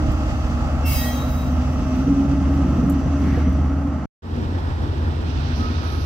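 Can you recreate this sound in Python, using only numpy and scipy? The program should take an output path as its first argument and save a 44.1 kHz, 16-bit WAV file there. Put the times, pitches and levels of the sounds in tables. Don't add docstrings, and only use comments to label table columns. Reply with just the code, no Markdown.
import sys
import numpy as np
from scipy import signal
from scipy.fft import rfft, irfft, next_fast_len
from scipy.io import wavfile
from scipy.ndimage import map_coordinates

SR = 44100
rng = np.random.default_rng(int(sys.argv[2]) if len(sys.argv) > 2 else 0)


def master(y):
    cut = np.clip(np.atleast_2d(y).T, -1, 1)
    pcm = np.round(cut * 32767)
    wavfile.write(sys.argv[1], SR, pcm.astype(np.int16))


N = 266805
YARD, STATION, TRAIN = 0, 1, 2


# time_s, level_db
THROB = [(0, -23), (.55, -24.5), (.82, -19), (1.05, -27), (1.6, -21), (2.1, -27.5), (2.5, -19), (2.9, -23),
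         (3.4, -18), (3.7, -18.5), (4.05, -25.5), (4.22, -35), (4.36, -45), (4.5, -37), (4.75, -26.5),
         (5.05, -24.5), (5.3, -27), (5.6, -24), (6.05, -27.5)]
# order, yard_db, yard_change_db_per_s, station_db
FREE_ORDERS = [(8, -29, -5, -49), (9, -33, -3.5, -41), (11, -24.5, -2.2, -36), (15, -34, .5, -28),
               (24, -35, .7, -37)]
# order, relative_db
WEAK_ORDERS = [(10, -13), (12, -34.5), (14, -18.5), (16, -26.5), (17, -26), (21, -31), (22, -22)]

def exhaust(place, cycle_hz, main_order=13):
    main_db = in_time(THROB)[0]
    orders = [(main_order, main_db, .5)]
    orders += [(round(k), layer_db(place, *db) + 1.8 * drift(.29), 1.2) for k, *db in FREE_ORDERS]
    orders += [(round(k), main_db + db, 3) for k, db in WEAK_ORDERS]
    head_start_s = (.043, -.017)[place]
    return sum(sine(k * cycle_hz, db, waver_db, start_turns=k ** 2 / 16 + k * cycle_hz * head_start_s)
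               for k, db, waver_db in orders)


# pitch_hz, relative_db
CHUFF_COLOUR = [(15, -41.5), (25, -13), (46, -2), (70, -2), (86, -2.5), (118, -2), (150, -6.5),
                (200, -47.5), (330, -120)]
RUMBLE_COLOUR = [(76, -45.5), (130, -15.5), (161, -8), (184, -2), (210, -5), (274, 2), (288, -5.5),
                 (335, -11.5), (430, -22.5), (560, -63), (950, -120)], [(76, -19), (130, -7), (150, -13),
                 (162, -9.5), (242, 0), (317, -4), (430, -11.5), (560, -17.5), (950, -120)]
ROAR_COLOUR = [(240, -31), (400, -15), (493, -3.5), (576, -3.5), (627, -1.5), (665, -4), (830, -2.5),
               (958, -12.5), (1070, -6), (1270, -6), (1330, -3), (1450, -13.5), (1570, -13), (1680, -17.5),
               (1900, -16), (2470, -26.5), (4180, -120)], [(240, -66), (400, -13), (523, -7.5),
               (543, -10.5), (607, -6), (661, -7), (869, -6.5), (1900, -17), (2470, -44), (4180, -120)]
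FAN_COLOUR = [(1000, -32), (1700, -7.5), (2140, -3), (2390, -9), (2530, 2), (2660, 2), (3140, -3),
              (4090, -9.5), (4770, -5.5), (5450, -9.5), (5720, -6.5), (5960, -6), (6440, -10.5),
              (7510, -13.5), (9000, -24), (11700, -58), (19800, -120)], [(1000, -38), (1700, -13),
              (2020, -5), (2480, -2), (3560, -2.5), (4740, -7.5), (5410, -6.5), (6530, -17), (7880, -16),
              (9000, -32), (11700, -58), (19800, -120)]
LEAK_COLOUR = [(5000, -25.5), (8500, -9.5), (9240, -16.5), (10100, -13.5), (11300, -10.5), (12000, -9),
               (15800, -16)], [(5000, -34), (8500, -13), (9580, -6), (12100, -7), (14200, -8), (15800, -16)]
# yard_db, yard_change_db_per_s, station_db
LAYER_LEVELS = [(-26, -2, -30), (-31, 1.27, -33), (-33, -0.74, -37.5), (-45.5, -1, -48.5), (-64, -1, -69.5)]
# flicker_db, slow_wander_db
LAYER_FLICKER = [(1.5, 1), (1, 1), (.5, .7), (.6, .4), (.3, .3)]
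# start_s, peak_db, hold_s
POINTS = [(-.05, -21.5, 0.022), (1.883, -24, 0.55), (2.598, -25, 0.17), (2.788, -21.5, 0.045),
          (3.185, -21.5, 0.2), (4.2, -34, 0.17), (5.553, -29, 0.032)]
# start_s, peak_db, hold_s
AIR_PUFFS = [(1.693, -65, .02), (1.94, -64, .03), (2.51, -68.5, .04), (3.17, -63.5, .2)]

def engine_noise(place):
    shared_flicker = drift(12)
    chuff, rumble, roar, fan, leak = (from_db(layer_db(place, *db)) for db in LAYER_LEVELS)
    dulling = from_db(-3 * seconds_after(2.8)) if place == YARD else 1
    points_power = sum(swell(s, db, .026, hold_s, 46.5) ** 2 for s, db, hold_s in POINTS)
    puffs_power = sum(swell(s, db, .02, hold_s, 147) ** 2 for s, db, hold_s in AIR_PUFFS)
    rumble = np.sqrt(rumble ** 2 + points_power)
    leak = np.sqrt((leak * dulling) ** 2 + puffs_power)
    gains = chuff, rumble, roar, fan * dulling, leak
    colours = (CHUFF_COLOUR, RUMBLE_COLOUR[place], ROAR_COLOUR[place],
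               FAN_COLOUR[place], LEAK_COLOUR[place])
    layers = []
    for gain, colour, (flicker_db, wander_db) in zip(gains, colours, LAYER_FLICKER):
        unsteady_db = flicker_db * (shared_flicker + drift(40)) + wander_db * drift(1.9)
        layers.append(gain * from_db(unsteady_db) * noise(colour, place))
    return sum(layers[:2]), sum(layers[2:])


# time_s, level_db
GEAR_LEVELS = [(0, -47.5), (.55, -29), (.85, -38), (1.1, -26), (1.35, -33.5), (1.55, -25.5), (1.7, -29.5),
               (1.8, -34.5), (1.95, -20.5), (2.3, -46.5), (2.7, -39.5)]

def gear_whine(start_hz=227.8, rise_hz_per_s=14.8):
    hz = start_hz + rise_hz_per_s * clock()
    upper_db = -31 - 17.5 * seconds_after(.12)
    return sine(hz, in_time(GEAR_LEVELS)[0], waver_db=.6) + sine(hz * 4 / 3, upper_db, waver_db=1.5)


# start_s, peak_db, hold_s, fall_db_per_s
HUM_SURGES = [(2.044, -17, 0.1, 27.5), (2.398, -24.5, 0.12, 64.5), (2.673, -27, 0.054, 77),
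              (2.829, -19.5, 0.07, 248), (3.075, -23.5, 0.025, 148), (3.244, -33, 0.28, 47),
              (3.676, -28, 0.15, 44)]
# pitch_hz, above_fan_db
ROOM_TONES = [(623, 3), (865, -4.5), (1262, -4.5)]

def engine_hum(hum_hz=277.3):
    surges = [swell(s, db, .039, hold_s, fall) for s, db, hold_s, fall in HUM_SURGES]
    hum = np.max(surges, axis=0) * sine(hum_hz, 0, waver_db=.96)
    fan_db = layer_db(YARD, *LAYER_LEVELS[3])
    return hum + sum(sine(hz + 5.07 * drift(14.8), db + fan_db, waver_db=2.5) for hz, db in ROOM_TONES)


# start_s, pitch_hz, glide_hz_per_s, level_db, attack_s, hold_s
SLIP_NOTES = [(.83, 2706, 100, -35, .035, .012), (.95, 1878, 260, -38, .07, .075),
              (.958, 3808, 0, -46, .012, .25), (.972, 3238, 0, -47, .012, .1),
              (1.3, 3808, 0, -55, .02, .12)]
SLIP_HARMONICS = (0, -11, -20), (0,), (0,), (0,), (0,)
# start_s, relative_db, attack_s, hold_s, fall_db_per_s
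FRICTION = [(0.851, -29.5, 0.008, 0.024, 79), (.87, -34.5, 0.05, 0.033, 85), (1.26, -47, 0.024, 0.025, 80)]
# pitch_hz, relative_db
SCRAPE_COLOUR = [(1060, -41.5), (1800, -9), (2240, 14), (2360, -17.5), (2640, 13), (3930, -8), (4470, -9),
                 (4890, 4), (8760, -8.5), (9400, -6), (10500, 2), (11700, 3), (13500, 6.5), (14800, 0),
                 (15800, -2)]

def flange_squeal(glide_s=.17):
    notes = np.zeros(N)
    for (s, start_hz, glide, db, attack_s, hold_s), harmonics in zip(SLIP_NOTES, SLIP_HARMONICS):
        hz = start_hz + glide * np.minimum(seconds_after(s), glide_s)
        gain = swell(s, db, attack_s, hold_s, fall_db_per_s=200)
        for k, harmonic_db in enumerate(harmonics, 1):
            notes += gain * sine(k * hz, harmonic_db, waver_db=1.1)
    friction = sum(swell(*rubbing) for rubbing in FRICTION)
    scrape = friction * from_db(-7) * noise(SCRAPE_COLOUR, YARD)
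    return notes + arrive(scrape + wheel_ring(friction), lag_ms=-.047)


# pitch_hz, relative_db, ring_s
WHEEL_MODES = [(2200, -3, .3), (2580, -6, .5), (3238, -4, 1.0), (3808, -5, 1.3), (4030, -4, .9),
               (4385, -11, .6), (4705, -6, .6), (5008, -1, .4), (5395, -10, .5), (5660, -7, .8),
               (6373, -2, .9), (6650, -10, .7), (7135, -14, .8), (7612, -16, .8), (7895, -14, .8),
               (8236, -4, .4), (9948, -13, .5), (10380, -11, .5), (10970, -4, .7), (11468, -4, .6),
               (11975, 0, .6), (12530, -1, .6), (13122, -6, .5), (13394, -7, .4), (13822, -6, .6),
               (14112, 3, .35), (14650, -1, .3), (14740, -2, .35), (15235, -8, .4), (15493, 2, .35)]

def wheel_ring(friction, start_s=.8, end_s=1.9, steadiness=.35):
    out = np.zeros((2, N))
    span = slice(int(start_s * SR), int(end_s * SR))
    shared, *each_ear = rng.standard_normal((3, N))[:, span]
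    rub = shared + .8 * np.array(each_ear)
    for hz, db, ring_s in WHEEL_MODES:
        decay = from_db(-120 / (ring_s * SR))
        build_up = np.exp(-1 / (.045 * ring_s ** 2 * SR))
        feedback = np.convolve([1, -decay], [1, -build_up])
        energy = signal.lfilter([(1 - decay) * (1 - build_up)], feedback, friction[span] ** 2)
        blur_s = 1 / (1 + hz / 950)
        pole = from_db(-60 / (blur_s * SR)) * np.exp(2j * np.pi * hz / SR)
        mode = signal.lfilter([1], [1, -pole], rub)
        evened = rms_one(mode.real / np.abs(mode) ** steadiness)
        out[:, span] += from_db(db - 10.5) * np.sqrt(energy) * evened
    return out


# start_s, relative_db, upper_modes_extra_db
RAIL_JOINTS = [(1.962, -27, -1), (2.079, -6.5, 3), (2.657, -18, -6), (2.726, -9, 2), (2.781, -4.5, 3),
               (2.835, -10, 8), (2.879, -14, -3), (3.058, -6, -2), (3.323, -10, 3), (3.373, -13.5, 14.5),
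               (3.474, -11.5, 4), (5.262, -20, 9), (5.607, -17.5, 0)]
# pitch_hz, relative_db, ring_s
FRAME_MODES = [(185, 3, .25), (245, 0, .2), (345, -5, .1), (485, 2, .09), (700, 0, .05)]

def joint_thumps(push_s=.001, upper_from_hz=400):
    start_s, peak_db, extra_db = np.transpose(RAIL_JOINTS)
    hits = np.zeros((2, N))
    hits[:, (start_s * SR).astype(int)] = from_db([peak_db, peak_db + extra_db])
    decay = np.exp(-1 / (push_s * SR))
    push = signal.lfilter([1], [1, -2 * decay, decay * decay], hits + 1e-18) / (push_s * SR)
    low_push, upper_push = push * (1 + rng.standard_normal(N))
    return sum(from_db(db - 39.5) * ring(upper_push if hz > upper_from_hz else low_push, hz, ring_s)
               for hz, db, ring_s in FRAME_MODES)


# time_s, hiss_db, treble_db
TRAIN_LEVELS = [(4.3, -54, -65), (5.25, -47.5, -61), (5.28, -41.5, -52), (5.33, -43.5, -53),
                (5.4, -43, -52), (5.47, -42, -47.5), (5.52, -41, -52), (5.57, -42.5, -45),
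                (5.65, -43, -47.5), (5.72, -41.5, -50), (5.8, -42, -47.5), (6.05, -45, -49.5)]
# pitch_hz, relative_db
RAIL_COLOUR = [(820, -16), (1400, 4.5), (1630, -4.5), (2220, -5), (2600, -3), (2980, -7), (3710, -7.5),
               (6300, -32), (8500, -48), (11000, -67), (18700, -120)]
TREBLE_COLOUR = [(3500, -16), (4200, -1.5), (5000, -3), (6000, -2.5), (6600, -12), (7500, -32)]
SIZZLE_COLOUR = [(8500, -18), (10300, -5), (11500, -2), (13000, -9), (15500, -25)]
# start_s, peak_db, hold_s
SIZZLE_GUSTS = [(5.508, -65.5, .02), (5.8, -61, .15)]
# start_s, peak_db, attack_s, hold_s, fall_db_per_s
THIN_TONE_SWELLS = [(5.585, -37, .03, .065, 350), (5.71, -39.5, .09, .08, 25)]

def electric_train(tone_hz=1272):
    hiss_db, treble_db = in_time(TRAIN_LEVELS)
    hiss = from_db(hiss_db + .5 * drift(9.9)) * noise(RAIL_COLOUR, TRAIN)
    treble = from_db(treble_db) * noise(TREBLE_COLOUR, TRAIN)
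    tone_gain = sum(swell(*row) for row in THIN_TONE_SWELLS) * pan(-4)
    tone = tone_gain * sine(tone_hz + 5 * drift(25), 0, waver_db=2.5)
    gusts = sum(swell(s, db, .084, hold_s, 80) for s, db, hold_s in SIZZLE_GUSTS)
    sizzle = (from_db(-76) + gusts) * noise(SIZZLE_COLOUR, TRAIN)
    return arrive(hiss + treble + sizzle + tone, lag_ms=-.28)


def station_drone():
    return swell(5.38, -30, attack_s=.22, hold_s=.05, fall_db_per_s=90) * sine(243, 0, waver_db=.81)


# time_s, pitch_hz, level_db
TURBO_WHISTLE = [(0, 6200, -66), (.6, 6150, -77), (1.2, 5750, -62), (1.5, 5760, -54), (1.82, 5620, -54),
                 (2.1, 5900, -51), (2.45, 5880, -60), (2.8, 5760, -56), (3.15, 5950, -54),
                 (3.45, 5880, -54), (3.75, 5800, -62), (4.05, 5750, -74)]

def turbo_whistle(blur_hz=90):
    hz, db = in_time(TURBO_WHISTLE)
    tone = np.exp(2j * np.pi * np.cumsum(hz) / SR)
    shared, *each_ear = [drift(blur_hz) + 1j * drift(blur_hz) for _ in range(3)]
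    return from_db(db) * np.real(tone * (shared + np.array(each_ear))) / 2


# pitch_hz, relative_db
SWISH_COLOUR = [(400, -15), (700, -19), (1500, -1), (2100, 0), (2400, -10), (2700, -10), (4000, -17),
                (6000, -18)]

def wheel_swish():
    return swell(3.17, -41, attack_s=.12, hold_s=.11, fall_db_per_s=80) * noise(SWISH_COLOUR, YARD)


# start_s, relative_db, left_minus_right_db
TICKS = [(0.118, -42, -2.0), (0.4794, -51, -7), (1.8831, -56, 5), (1.969, -59, -12), (2.553, -51, 2),
         (2.8665, -61, 19), (2.898, -30.5, 5), (2.922, -43.5, -11), (3.495, -52, -13), (3.526, -50, -6),
         (3.8726, -54, -9)]
# pitch_hz, relative_db, ring_s
TICK_MODES = [(7400, -1, .05), (12100, -3, .06), (12800, -1, .04)]

def metal_ticks(crack_s=.004, tail_s=.025, band_hz=(7000, 14000)):
    start_s, peak_db, pan_db = np.transpose(TICKS)
    at = (start_s * SR).astype(int)
    scatter_db = rng.normal(0, 1.7, (len(at), len(TICK_MODES)))
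    hits = np.zeros((2, N))
    hits[:, at] = from_db(peak_db) * pan(pan_db)
    crack, tail = (signal.lfilter([1], [1, -np.exp(-1 / (s * SR))], hits + 1e-18)
                   for s in (crack_s, tail_s))
    burst = (crack + from_db(-18) * tail) * rng.standard_normal(N)
    out = from_db(-4.5) * signal.sosfilt(signal.butter(3, band_hz, "band", fs=SR, output="sos"), burst)
    for k, (hz, db, ring_s) in enumerate(TICK_MODES):
        clicks = np.zeros((2, N))
        clicks[:, at] = hits[:, at] * from_db(db - 10 + scatter_db[:, k])
        out += ring(clicks, hz, ring_s)
    return out


# pitch_hz, likeness (1 = the same)
EAR_LIKENESS = ([(60, .88), (200, .98), (320, .97), (400, 0.63), (650, 0.87), (1000, 0.5), (1500, 0.5),
                (2200, .5), (3100, .5), (5000, -0.01), (15000, 0.04)], [(60, 0.99), (200, 0.98), (400, 0.5),
                (650, 0.3), (1000, 0.5), (1500, 0.6), (2200, 0.5), (2800, .3), (3300, .6), (4000, 0.6),
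                (5500, 0.15), (15000, 0.1)], [(800, .4), (1400, .5), (2200, .4), (3000, .15), (4000, .3),
                (5000, .1), (15000, .1)])
# pitch_hz, left_minus_right_db
EAR_BALANCE = [(60, -8), (130, -2.5), (290, 0), (640, -1.5), (1410, -2.5), (3100, -1), (6820, -2.5),
               (15000, 0.5)], [(60, -4), (130, 7), (290, -0.5), (640, -2), (1410, -5), (3100, -5),
               (6820, -0.5), (8000, 9), (15000, 22)], [(800, 0), (1400, -7.5), (2200, -8.5), (3300, -15.5),
               (5000, -25), (6500, -15), (11000, -10), (15000, -6)]

def noise(colour, place):
    size = next_fast_len(N)
    hz = np.arange(size // 2 + 1) * SR / size
    inside = (hz >= colour[0][0]) & (hz <= colour[-1][0])
    mid, side = rfft(rng.standard_normal((2, size))) * from_db(at_hz(colour, hz)) * inside
    alike = np.clip(at_hz(EAR_LIKENESS[place], hz), -.99, .99)
    pair = np.sqrt(1 + alike) * mid + np.sqrt(1 - alike) * side * [[1], [-1]]
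    out = irfft(pair * pan(at_hz(EAR_BALANCE[place], hz)), size)[:, :N]
    return out / np.sqrt(np.mean(out.mean(axis=0) ** 2))


def sine(hz, db, waver_db, start_turns=None):
    turns = np.cumsum(hz * np.ones(N)) / SR + (rng.random() if start_turns is None else start_turns)
    return np.sqrt(2) * from_db(db + waver_db * drift(13)) * np.sin(2 * np.pi * turns)


def ring(drive, hz, ring_s):
    decay, step = from_db(-60 / (ring_s * SR)), 2 * np.pi * hz / SR
    return signal.lfilter([0, np.sin(step)], [1, -2 * decay * np.cos(step), decay ** 2], drive + 1e-18)


def arrive(pair, lag_ms):
    read_at = 8 + np.arange(N) - lag_ms * SR / 1000 * np.array([[.5], [-.5]])
    padded = np.pad(pair, ((0, 0), (16, 16)), "reflect", reflect_type="odd")
    return np.array([map_coordinates(ear, [at], order=3) for ear, at in zip(padded, read_at)])


def pan(left_minus_right_db):
    return from_db(left_minus_right_db * np.array([[.5], [-.5]]))


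def swell(start_s, db, attack_s, hold_s, fall_db_per_s):
    rise = np.minimum(seconds_after(start_s) / attack_s, 1)
    return rise * from_db(db - fall_db_per_s * seconds_after(start_s + attack_s + hold_s))


def drift(rate_hz):
    decay = np.exp(-80 * np.pi * rate_hz / SR)
    slow = signal.lfilter([1], [1, -2 * decay, decay ** 2], rng.standard_normal(N // 40 + 2002))[2000:]
    return np.interp(np.arange(N) / 40, np.arange(len(slow)), rms_one(slow))


def layer_db(place, yard_db, change_db_per_s, station_db):
    return station_db if place == STATION else yard_db + change_db_per_s * clock()


def in_time(rows):
    time_s, *columns = np.transpose(rows)
    return [np.interp(clock(), time_s, column) for column in columns]


def at_hz(rows, hz):
    pitch_hz, values = np.transpose(rows)
    return np.interp(np.log(hz + 1), np.log(pitch_hz), values)


def clock():
    return np.arange(N) / SR


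def seconds_after(start_s):
    return np.maximum(clock() - start_s, 0)


def from_db(db):
    return 10 ** (np.asarray(db) / 20)


def rms_one(x):
    return x / np.sqrt(np.mean(x ** 2) + 1e-20)


def scene(cut_s=4.0575, station_start_s=4.221, fade_in_s=.14):
    thumps = joint_thumps()
    locomotive = exhaust(YARD, cycle_hz=5.805) + gear_whine() + engine_hum() + turbo_whistle()
    locomotive += thumps + sum(engine_noise(YARD)) + wheel_swish()
    lag_ms = .165 - .043 * clock()
    yard = arrive(locomotive, lag_ms) + flange_squeal() + metal_ticks()
    drone = station_drone()
    low, high = engine_noise(STATION)
    idling = exhaust(STATION, cycle_hz=5.765) + low + arrive(high, lag_ms=-.34)
    station = idling + thumps + drone + electric_train()
    sink_and_cut = from_db(-4 * seconds_after(3.54)) * (clock() < cut_s)
    fade_in = np.sqrt(np.minimum(seconds_after(station_start_s) / fade_in_s, 1))
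    return yard * sink_and_cut + station * fade_in


def record(dry, bass_edges_hz=(42, 35), top_hz=15760):
    ears = [signal.sosfilt(signal.butter(2, hz, "high", fs=SR, output="sos"), ear)
            for hz, ear in zip(bass_edges_hz, dry)]
    return signal.sosfilt(signal.ellip(10, .5, 60, top_hz, fs=SR, output="sos"), ears)


dry = scene()
out = record(dry)
master(out)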